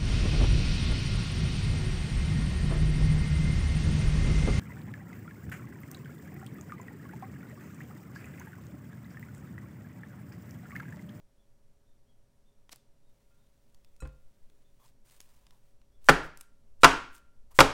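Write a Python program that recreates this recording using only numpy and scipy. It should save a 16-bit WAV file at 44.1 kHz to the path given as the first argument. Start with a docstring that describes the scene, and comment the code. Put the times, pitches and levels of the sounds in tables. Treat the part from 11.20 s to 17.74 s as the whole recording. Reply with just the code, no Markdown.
"""A quiet kitchen hums and a bird chirps far outside; a paper-lined metal mould of cake batter is on a table.
At 1.5 s a spatula flicks the paper, which snaps; at 2.8 s it is laid in a bowl with a clink and a thump.
Hands then brush the wooden table, rustle the paper and take hold of the mould.
At 4.9, 5.6 and 6.4 s they drop it. Each time it lands edge by edge within a few hundredths of a second,
ringing the metal and rocking the table, loud enough to overload the microphone."""
import sys
import numpy as np
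from scipy import signal
from scipy.fft import rfft, irfft
from scipy.io import wavfile

SR = 44100
rng = np.random.default_rng(int(sys.argv[2]) if len(sys.argv) > 2 else 0)


def unload_audio(sound):
    """Save the sound as a 16-bit wav file, at the path given as the first command line argument."""
    columns = np.transpose(np.atleast_2d(sound))
    # keep every value between -1 and 1, then stretch to whole-number steps
    steps = np.round(np.clip(columns, -1, 1) * 32767)
    wavfile.write(sys.argv[1], SR, steps.astype(np.int16))


N = 288368


def from_db(db):
    """Turn decibels into a gain to multiply by."""
    return 10 ** (np.asarray(db) / 20)


def at_hz(points, hz):
    """Read between the rows of a table, with every octave equally wide."""
    table = np.array(points)
    return np.interp(np.log(hz + 1e-9), np.log(table[:, 0]), table[:, 1])


def add(track, s, sound):
    """Mix a sound into the track, starting at s seconds."""
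    start = round(s * SR)
    track[start:start + len(sound)] += sound[:N - start]


def noise(colour, size=N):
    """Noise of strength (rms) 1; its colour says how strong the frequencies are next to each other."""
    hz = np.arange(size // 2 + 1) * SR / size
    x = irfft(rfft(rng.standard_normal(size)) * from_db(at_hz(colour, hz)), size)
    return x / np.std(x)


def burst(colour, fade_s, size=8192):
    """Noise that dies quickly. A fade time, here and below, is the time it takes to fall by 60 dB."""
    return noise(colour, size) * np.exp(-np.log(1000) * np.arange(size) / SR / fade_s)


def soften(x, cutoff_hz):
    """A soft contact loses its treble above the cutoff."""
    return signal.sosfilt(signal.butter(1, min(cutoff_hz, .45 * SR), fs=SR, output="sos"), x)


def strike(blows, notes):
    """Every blow rings all of an object's own notes, each with a slightly random strength."""
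    out, t = np.zeros(N), np.arange(SR * 3 // 5) / SR
    hz, note_db, fade_s = np.transpose(notes)
    signs = (-1) ** np.arange(len(notes))
    fades = np.exp(-np.log(1000) * t / fade_s[:, None])
    rings = signs[:, None] * np.sin(2 * np.pi * hz[:, None] * t) * fades
    for s, db, cutoff_hz in blows:
        gains = from_db(db + note_db + .5 * rng.standard_normal(len(notes)))
        add(out, s, soften(gains @ rings, cutoff_hz))
    return out


def stroke(s, length_s, db, rise_s=.014, fall_s=.015):
    """Loudness of one slide: it gets going, holds its speed and dies away."""
    t = np.arange(N) / SR - s
    return from_db(db) * np.clip(t / rise_s, 0, 1) * np.exp(-np.clip((t - length_s) / fall_s, 0, 20))


def swell(s, width_s, db):
    """Loudness of a movement that comes and goes smoothly around one moment."""
    return from_db(db) / np.cosh(np.clip((np.arange(N) / SR - s) / width_s, -20, 20))


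# the room's soft rush of air: (frequency [Hz], relative level [dB])
AIR_COLOUR = [(10, 8.5), (25, -9), (45, -11), (80, -19.5), (125, -16), (190, -23.5), (230, -20.5),
              (300, -27), (550, -30.5), (1000, -37.5), (2500, -43.5), (9000, -45.5), (16000, -52.5)]
# the tones of its hum: (frequency [Hz], level [dB])
HUM_TONES = [(119, -82), (215, -88.5), (414.5, -87), (560, -83.5), (592, -96), (653, -91.5), (947.5, -94.5),
             (5744, -96)]


def room_tone(air_db):
    """The quiet room: a low rush of air and a steady hum."""
    t = np.arange(N) / SR
    hum = sum(from_db(db) * np.sin(2 * np.pi * (hz * t + rng.random())) for hz, db in HUM_TONES)
    return from_db(air_db) * noise(AIR_COLOUR) + np.sqrt(2) * hum


def bird(chirp_db, length_s, arch, gap_s=.35, centre_hz=3360, spread_hz=240):
    """A small bird whistles at uneven intervals; each chirp rises and falls, smeared by distance."""
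    out = np.zeros(N)
    arc = np.sin(np.pi * np.linspace(0, 1, int(length_s * SR)))
    for k, (late, high) in enumerate(rng.random((14, 2))):
        chirp_hz = centre_hz + spread_hz * (2 * high - 1)
        pitch_hz = chirp_hz * (1 + arch * (arc - .5))
        add(out, (k + late) * gap_s, arc * np.sin(2 * np.pi * np.cumsum(pitch_hz) / SR))
    smear = burst([(1000, 0), (8000, .0049)], fade_s=.22)
    return from_db(chirp_db) * signal.fftconvolve(out, smear / np.linalg.norm(smear))[:N]


# an arm passing the microphone: (time when nearest [s], half length [s], level [dB])
ARM_SWEEPS = [(2.899, .5, -54.5), (4.2, 0.074, -56)]


def draughts(lift_db, gust_db, gust_lag_s):
    """Moving air rumbles as arms pass, as the mould is lifted and let go, and as it lands."""
    speed = sum(swell(*row) for row in ARM_SWEEPS)
    for s in drop_times():
        speed += swell(s, width_s=.3, db=lift_db) + swell(s + gust_lag_s, width_s=.093, db=gust_db)
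    return speed * noise([(8, 5), (22, -17), (50, -15.5), (100, -31), (400, -76), (2000, -120)])


# how strongly the kitchen echoes: (frequency [Hz], relative level [dB])
ECHO_COLOUR = [(60, -7), (150, -2.5), (300, -3.5), (550, -2.5), (1200, -3.8), (2500, -3.5), (6000, -2.5),
               (10000, -2), (16000, -6)]
# how long it echoes: (frequency [Hz], fade time [s])
ECHO_FADES = [(60, 0.41), (250, .4), (700, 0.36), (1400, 0.42), (3000, 0.43), (7000, 0.38), (11000, 0.27),
              (15000, 0.21)]


def kitchen_echo(x, echo_db, build_s, delay_s):
    """Band by band, the room fills with the sound's energy and lets it leak away, the treble first."""
    edges = np.geomspace(50, 17000, 33)
    white, out = rng.standard_normal((2, N)), np.zeros(N)
    fill = np.exp(-1 / (build_s * SR))
    x = np.interp(np.arange(N) - delay_s * SR, np.arange(N), x)   # the way to the walls and back
    for k, (low, high) in enumerate(zip(edges, edges[1:])):
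        band = signal.butter(2, [low, high], "band", fs=SR, output="sos")
        hz = np.sqrt(low * high)
        keep = np.exp(-2 * np.log(1000) / (at_hz(ECHO_FADES, hz) * SR))
        energy = signal.lfilter([1 - keep], [1, -keep], signal.sosfilt(band, x) ** 2)
        energy = signal.lfilter([1 - fill], [1, -fill], energy)
        wash = signal.sosfilt(band, white[k % 2])
        out += from_db(echo_db + at_hz(ECHO_COLOUR, hz)) * np.sqrt(energy) * wash / np.std(wash)
    return out


# a soft push on the table: (time [s], level [dB], treble cutoff [Hz])
TABLE_NUDGE = [(3.293, -44.5, 398)]
# a hand brushing the wood: (time [s], length [s], level [dB])
HAND_BRUSHES = [(3.59, 0.066, -68.5), (3.857, 0.52, -80.5), (4.316, 0.022, -78), (6.304, .012, -58.5)]


def hand():
    """The table is nudged, then skin rubs over the wood with a soft hiss."""
    hiss = noise([(300, -22), (750, -6), (1020, 2), (1400, -17.5), (4000, -20.5), (12000, -20)])
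    return strike(TABLE_NUDGE, TABLE_NOTES) + sum(stroke(*row) for row in HAND_BRUSHES) * hiss


# spatula, arm and fingers sliding: (time [s], length [s], level [dB])
SLIDES = [(1.497, 0.049, -67.5), (1.868, 1.83, -81.5), (3.629, 0.051, -70.5), (3.845, 0.13, -65),
          (3.986, 0.19, -70), (4.183, 0.33, -78.5), (4.811, .045, -73.5), (5.028, 0.03, -61.5)]
# the hands in each drop: (slip length [s], slip level [dB], paper slap level [dB], new grip level [dB])
HANDLING = [(0.039, -56, -26.5, -62.5), (0.031, -56, -38.5, -57), (0.049, -55.5, -18.5, -56)]


def sliding_speed(regrip_s=.322):
    """All rubbing on the paper: the slides, the slip before each landing and the new grip after it."""
    speed = sum(stroke(*row) for row in SLIDES)
    for s, (slip_s, slip_db, _, grip_db) in zip(drop_times(), HANDLING):
        speed += stroke(s - slip_s, slip_s, slip_db) + swell(s + regrip_s, width_s=.015, db=grip_db)
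    return speed


# a light rub on paper: (frequency [Hz], relative level [dB])
RUB_COLOUR = [(500, -4), (1200, 2), (3000, 1), (6000, -2.5), (9000, -1.5), (12000, -5.5), (16000, -2)]
# a firm, squeaky rub: (frequency [Hz], relative level [dB])
SQUEAK_COLOUR = [(2000, -26.5), (5500, -9.5), (8600, 0.5), (11000, -10.5), (16000, -10), (17000, -50)]


def paper_hiss(speed, grain_db, firm_db):
    """Rubbed paper gives a grainy hiss; the firmer the slide, the brighter it is."""
    grain = noise([(30, 4.5), (120, -4), (600, -7), (2000, -56.5)])
    firm = speed / (speed + from_db(firm_db))
    hiss = (1 - firm) * noise(RUB_COLOUR) + firm * noise(SQUEAK_COLOUR)
    bass_cut = signal.butter(2, 500, "high", fs=SR, output="sos")
    return signal.sosfilt(bass_cut, speed * hiss * from_db(grain_db * grain))


def crinkles(speed, count, above_hiss_db=6.5, centre_hz=6000):
    """List tiny snaps of the paper: the faster the slide, the more often and louder they come."""
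    travelled = np.cumsum(speed) / np.sum(speed)
    where, pitch = rng.random((count, 2)).T
    at = np.minimum(np.searchsorted(travelled, where), N - 1)
    return list(zip(at / SR, 20 * np.log10(speed[at]) + above_hiss_db, centre_hz * 2 ** (pitch - .5)))


def flick(count, start_s=1.5165, step_s=.0031, first_db=-51, growth_db=2.5, hz=5000):
    """List the louder and louder snaps of the spatula flicking over the paper."""
    return [(start_s + k * step_s, first_db + k * growth_db, hz) for k in range(count)]


# single snaps under spatula and fingers, and at 1.533 s the spatula's knock on the mould: (time [s], level
# [dB], strongest frequency [Hz])
PAPER_SNAPS = [(1.4935, -48, 2610), (1.533, -46, 1500), (1.5594, -48, 9000), (2.546, -56.5, 5000),
               (2.6468, -58, 4500), (2.764, -62, 7000), (2.874, -56.5, 5000), (3.299, -62, 3830),
               (3.9440, -62, 6080), (4.004, -42.5, 5400), (4.0135, -50, 9400), (4.2674, -52, 1970),
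               (4.3076, -55, 3220), (4.616, -62.5, 1940), (4.844, -51.5, 11380), (5.1737, -47, 8950),
               (5.2107, -38.5, 9000), (5.9640, -51.5, 6080)]


def paper_snaps(speed, fade_s, below_db, above_db, slap_lag_s=.0098, slap_hz=11000):
    """Stiff paper snaps in short bursts of noise, and slaps the mould's wall just after each landing."""
    out = np.zeros(N)
    slaps = [(s + slap_lag_s, db, slap_hz) for s, (_, _, db, _) in zip(drop_times(), HANDLING)]
    for s, db, hz in PAPER_SNAPS + slaps + flick(count=5) + crinkles(speed, count=40):
        colour = [(hz / 8, below_db), (hz, 0), (hz * 4, above_db), (hz * 8, 2 * above_db)]
        add(out, s, from_db(db) * burst(colour, fade_s))
    return out


# the spatula touching the bowl: (time [s], level [dB], treble cutoff [Hz])
BOWL_TOUCHES = [(2.1073, -68, 510), (2.8035, -58, 14000), (2.8260, -83, 1400), (2.8526, -73, 1300)]
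# the bowl's ring: (frequency [Hz], relative level [dB], fade time [s])
BOWL_NOTES = [(1395, 1, 0.52), (2570, -1.5, 0.33), (4000, -5, 0.18), (5570, -1, 0.07), (6840, 0, .12),
              (7500, -2, .12), (8032, 0, 0.13), (8680, -1, 0.14), (9708, -7, 0.098), (12200, -3, .05)]
# the spatula's weight coming to rest: (time [s], level [dB], treble cutoff [Hz])
THUMPS = [(2.8219, -30, 240), (2.826, -63, 3000), (2.8480, -44.5, 340), (2.8515, -40, 770),
          (2.8690, -50, 530), (2.89, -54.5, 1300)]
# its thump through the table: (frequency [Hz], relative level [dB], fade time [s])
THUMP_NOTES = [(50.2, -2, 0.35), (71, -5.5, 0.19), (141.2, -12.5, 0.34), (240, -20, 0.19),
               (298, -10.5, 0.072), (522, -10.5, 0.38), (810, -19.5, 0.1), (1050, -22, 0.32)]


def spatula(knock_db, knock_fade_s):
    """The spatula clinks on the bowl, then settles with a dull thump and a short rattle."""
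    out = strike(BOWL_TOUCHES, BOWL_NOTES) + strike(THUMPS, THUMP_NOTES)
    for s, db, cutoff_hz in THUMPS:
        add(out, s, from_db(db + knock_db) * soften(burst(CRACK_COLOUR, knock_fade_s), cutoff_hz))
    return out


def air_cushion(puff_db, rise_s):
    """Air squeezed from under the falling mould swells just before it lands."""
    out, t = np.zeros(N), np.arange(-SR // 10, 0) / SR
    for s in drop_times():
        add(out, s + t[0], -from_db(puff_db) * np.exp(t / rise_s))
    return out


def drop_times():
    """When each drop first touches the table: the landings that follow a gap of over 0.1 s."""
    times = np.array(EDGE_LANDINGS)[:, 0]
    return times[np.diff(times, prepend=0) > .1]


# the mould's edges hitting the table:
# (time [s], force [dB], treble cutoff [Hz], weight behind it [dB], frequency this spot favours [Hz])
EDGE_LANDINGS = [(4.8871, -2, 2750, 5, 1460), (4.8922, -1.5, 4800, 4, 1550),
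                 (4.8984, -14.5, 6960, 11.5, 565), (5.6334, 1.5, 2000, -16, 1300),
                 (5.6389, -13.5, 6000, 7.5, 980), (5.6434, 3, 5760, -7.5, 1130),
                 (5.6463, 0.5, 5000, 0.5, 1389), (5.6530, -16.5, 1485, -6, 1073),
                 (6.3891, 0, 2425, -2, 1052), (6.3948, -16, 9000, 17.5, 1243), (6.4047, 2, 9000, 5, 806),
                 (6.41, -9, 3500, 4, 970)]
# the mould's ring, muffled by its batter: (frequency [Hz], relative level [dB], fade time [s])
MOULD_NOTES = [(542, -17.5, .11), (698, -22, 0.089), (816, -19, 0.08), (910, -15, 0.063),
               (1022, -12.5, 0.038), (1185, -13, .065), (1336, -13.5, .06), (1450.4, -10, 0.046),
               (1596, -22.5, 0.033), (2110, -17.5, 0.023), (2417, -11, 0.018), (2780, -14, 0.024),
               (3370, -16.5, 0.036), (4220, -19.5, 0.018), (5770, -17, 0.0089), (6064, -19.5, 0.0099),
               (7800, -19, 0.014)]
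# the sharp crack of a contact: (frequency [Hz], relative level [dB])
CRACK_COLOUR = [(40, -20.5), (150, -11), (400, -2.5), (700, -3), (1400, 2.5), (2800, -6.5), (6000, -12),
                (10000, -15), (16000, -26)]
# the table swaying on its legs and its top bending: (frequency [Hz], relative level [dB], fade time [s])
TABLE_NOTES = [(25, -32, 0.36), (46.3, -45.5, 0.36), (78, -38.5, 0.43), (150, -22.5, 0.11),
               (196.1, -32, 0.033), (272, -25, 0.23), (344, -23, 0.051), (422.7, -28.5, 0.22)]
# the bowl's lowest note: (frequency [Hz], relative level [dB], fade time [s])
BOWL_LOW_NOTE = [(1386, 0, .6)]


def mould_drops(crack_db, crack_fade_s, bowl_db, sag_s, favour_db, favour_octaves):
    """Each edge that lands rings the mould, cracks against the wood and rocks the table."""
    out = np.zeros(N)
    hz, note_db, fade_s = np.transpose(MOULD_NOTES)
    for s, db, cutoff_hz, weight_db, spot_hz in EDGE_LANDINGS:
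        # the notes that move the struck spot most ring loudest
        boost_db = favour_db * np.exp(-(np.log2(hz / spot_hz) / favour_octaves) ** 2)
        out += strike([(s, db, cutoff_hz)], list(zip(hz, note_db + boost_db, fade_s)))
        add(out, s, from_db(db + crack_db) * soften(burst(CRACK_COLOUR, crack_fade_s), cutoff_hz))
        # the soft batter brings its weight down a moment after the metal
        out += strike([(s + sag_s, db + weight_db, cutoff_hz)], TABLE_NOTES)
        # the jolt reaches the bowl on the same table
        out += strike([(s, db + bowl_db, cutoff_hz)], BOWL_LOW_NOTE)
    return out


def scene():
    """Mix everything into one channel; the small sounds reach the walls more weakly than the knocks."""
    knocks = mould_drops(crack_db=-4, crack_fade_s=.036, bowl_db=-38.5, sag_s=.0026,
                         favour_db=7.5, favour_octaves=.15)
    speed = sliding_speed()
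    small = spatula(knock_db=-3, knock_fade_s=.062) + hand()
    small += paper_hiss(speed, grain_db=2.5, firm_db=-60)
    small += paper_snaps(speed, fade_s=.013, below_db=-8, above_db=-14)
    echo = kitchen_echo(knocks + from_db(-2.5) * small, echo_db=-9, build_s=.0027, delay_s=.0021)
    air = draughts(lift_db=-57, gust_db=-48, gust_lag_s=.06) + air_cushion(puff_db=-44.5, rise_s=.015)
    background = room_tone(air_db=-58.5) + bird(chirp_db=-79.5, length_s=.067, arch=.12)
    return (background + air + echo + small + knocks)[None]


def record(dry):
    """The loudest knocks overload the microphone and are flattened; the highest treble is cut."""
    ceiling, cutoff_hz = .72, 16100
    clipped = dry / (1 + (dry / ceiling) ** 8) ** (1 / 8)
    return signal.sosfilt(signal.ellip(10, .1, 80, cutoff_hz, fs=SR, output="sos"), clipped)


dry = scene()
out = record(dry)
unload_audio(out)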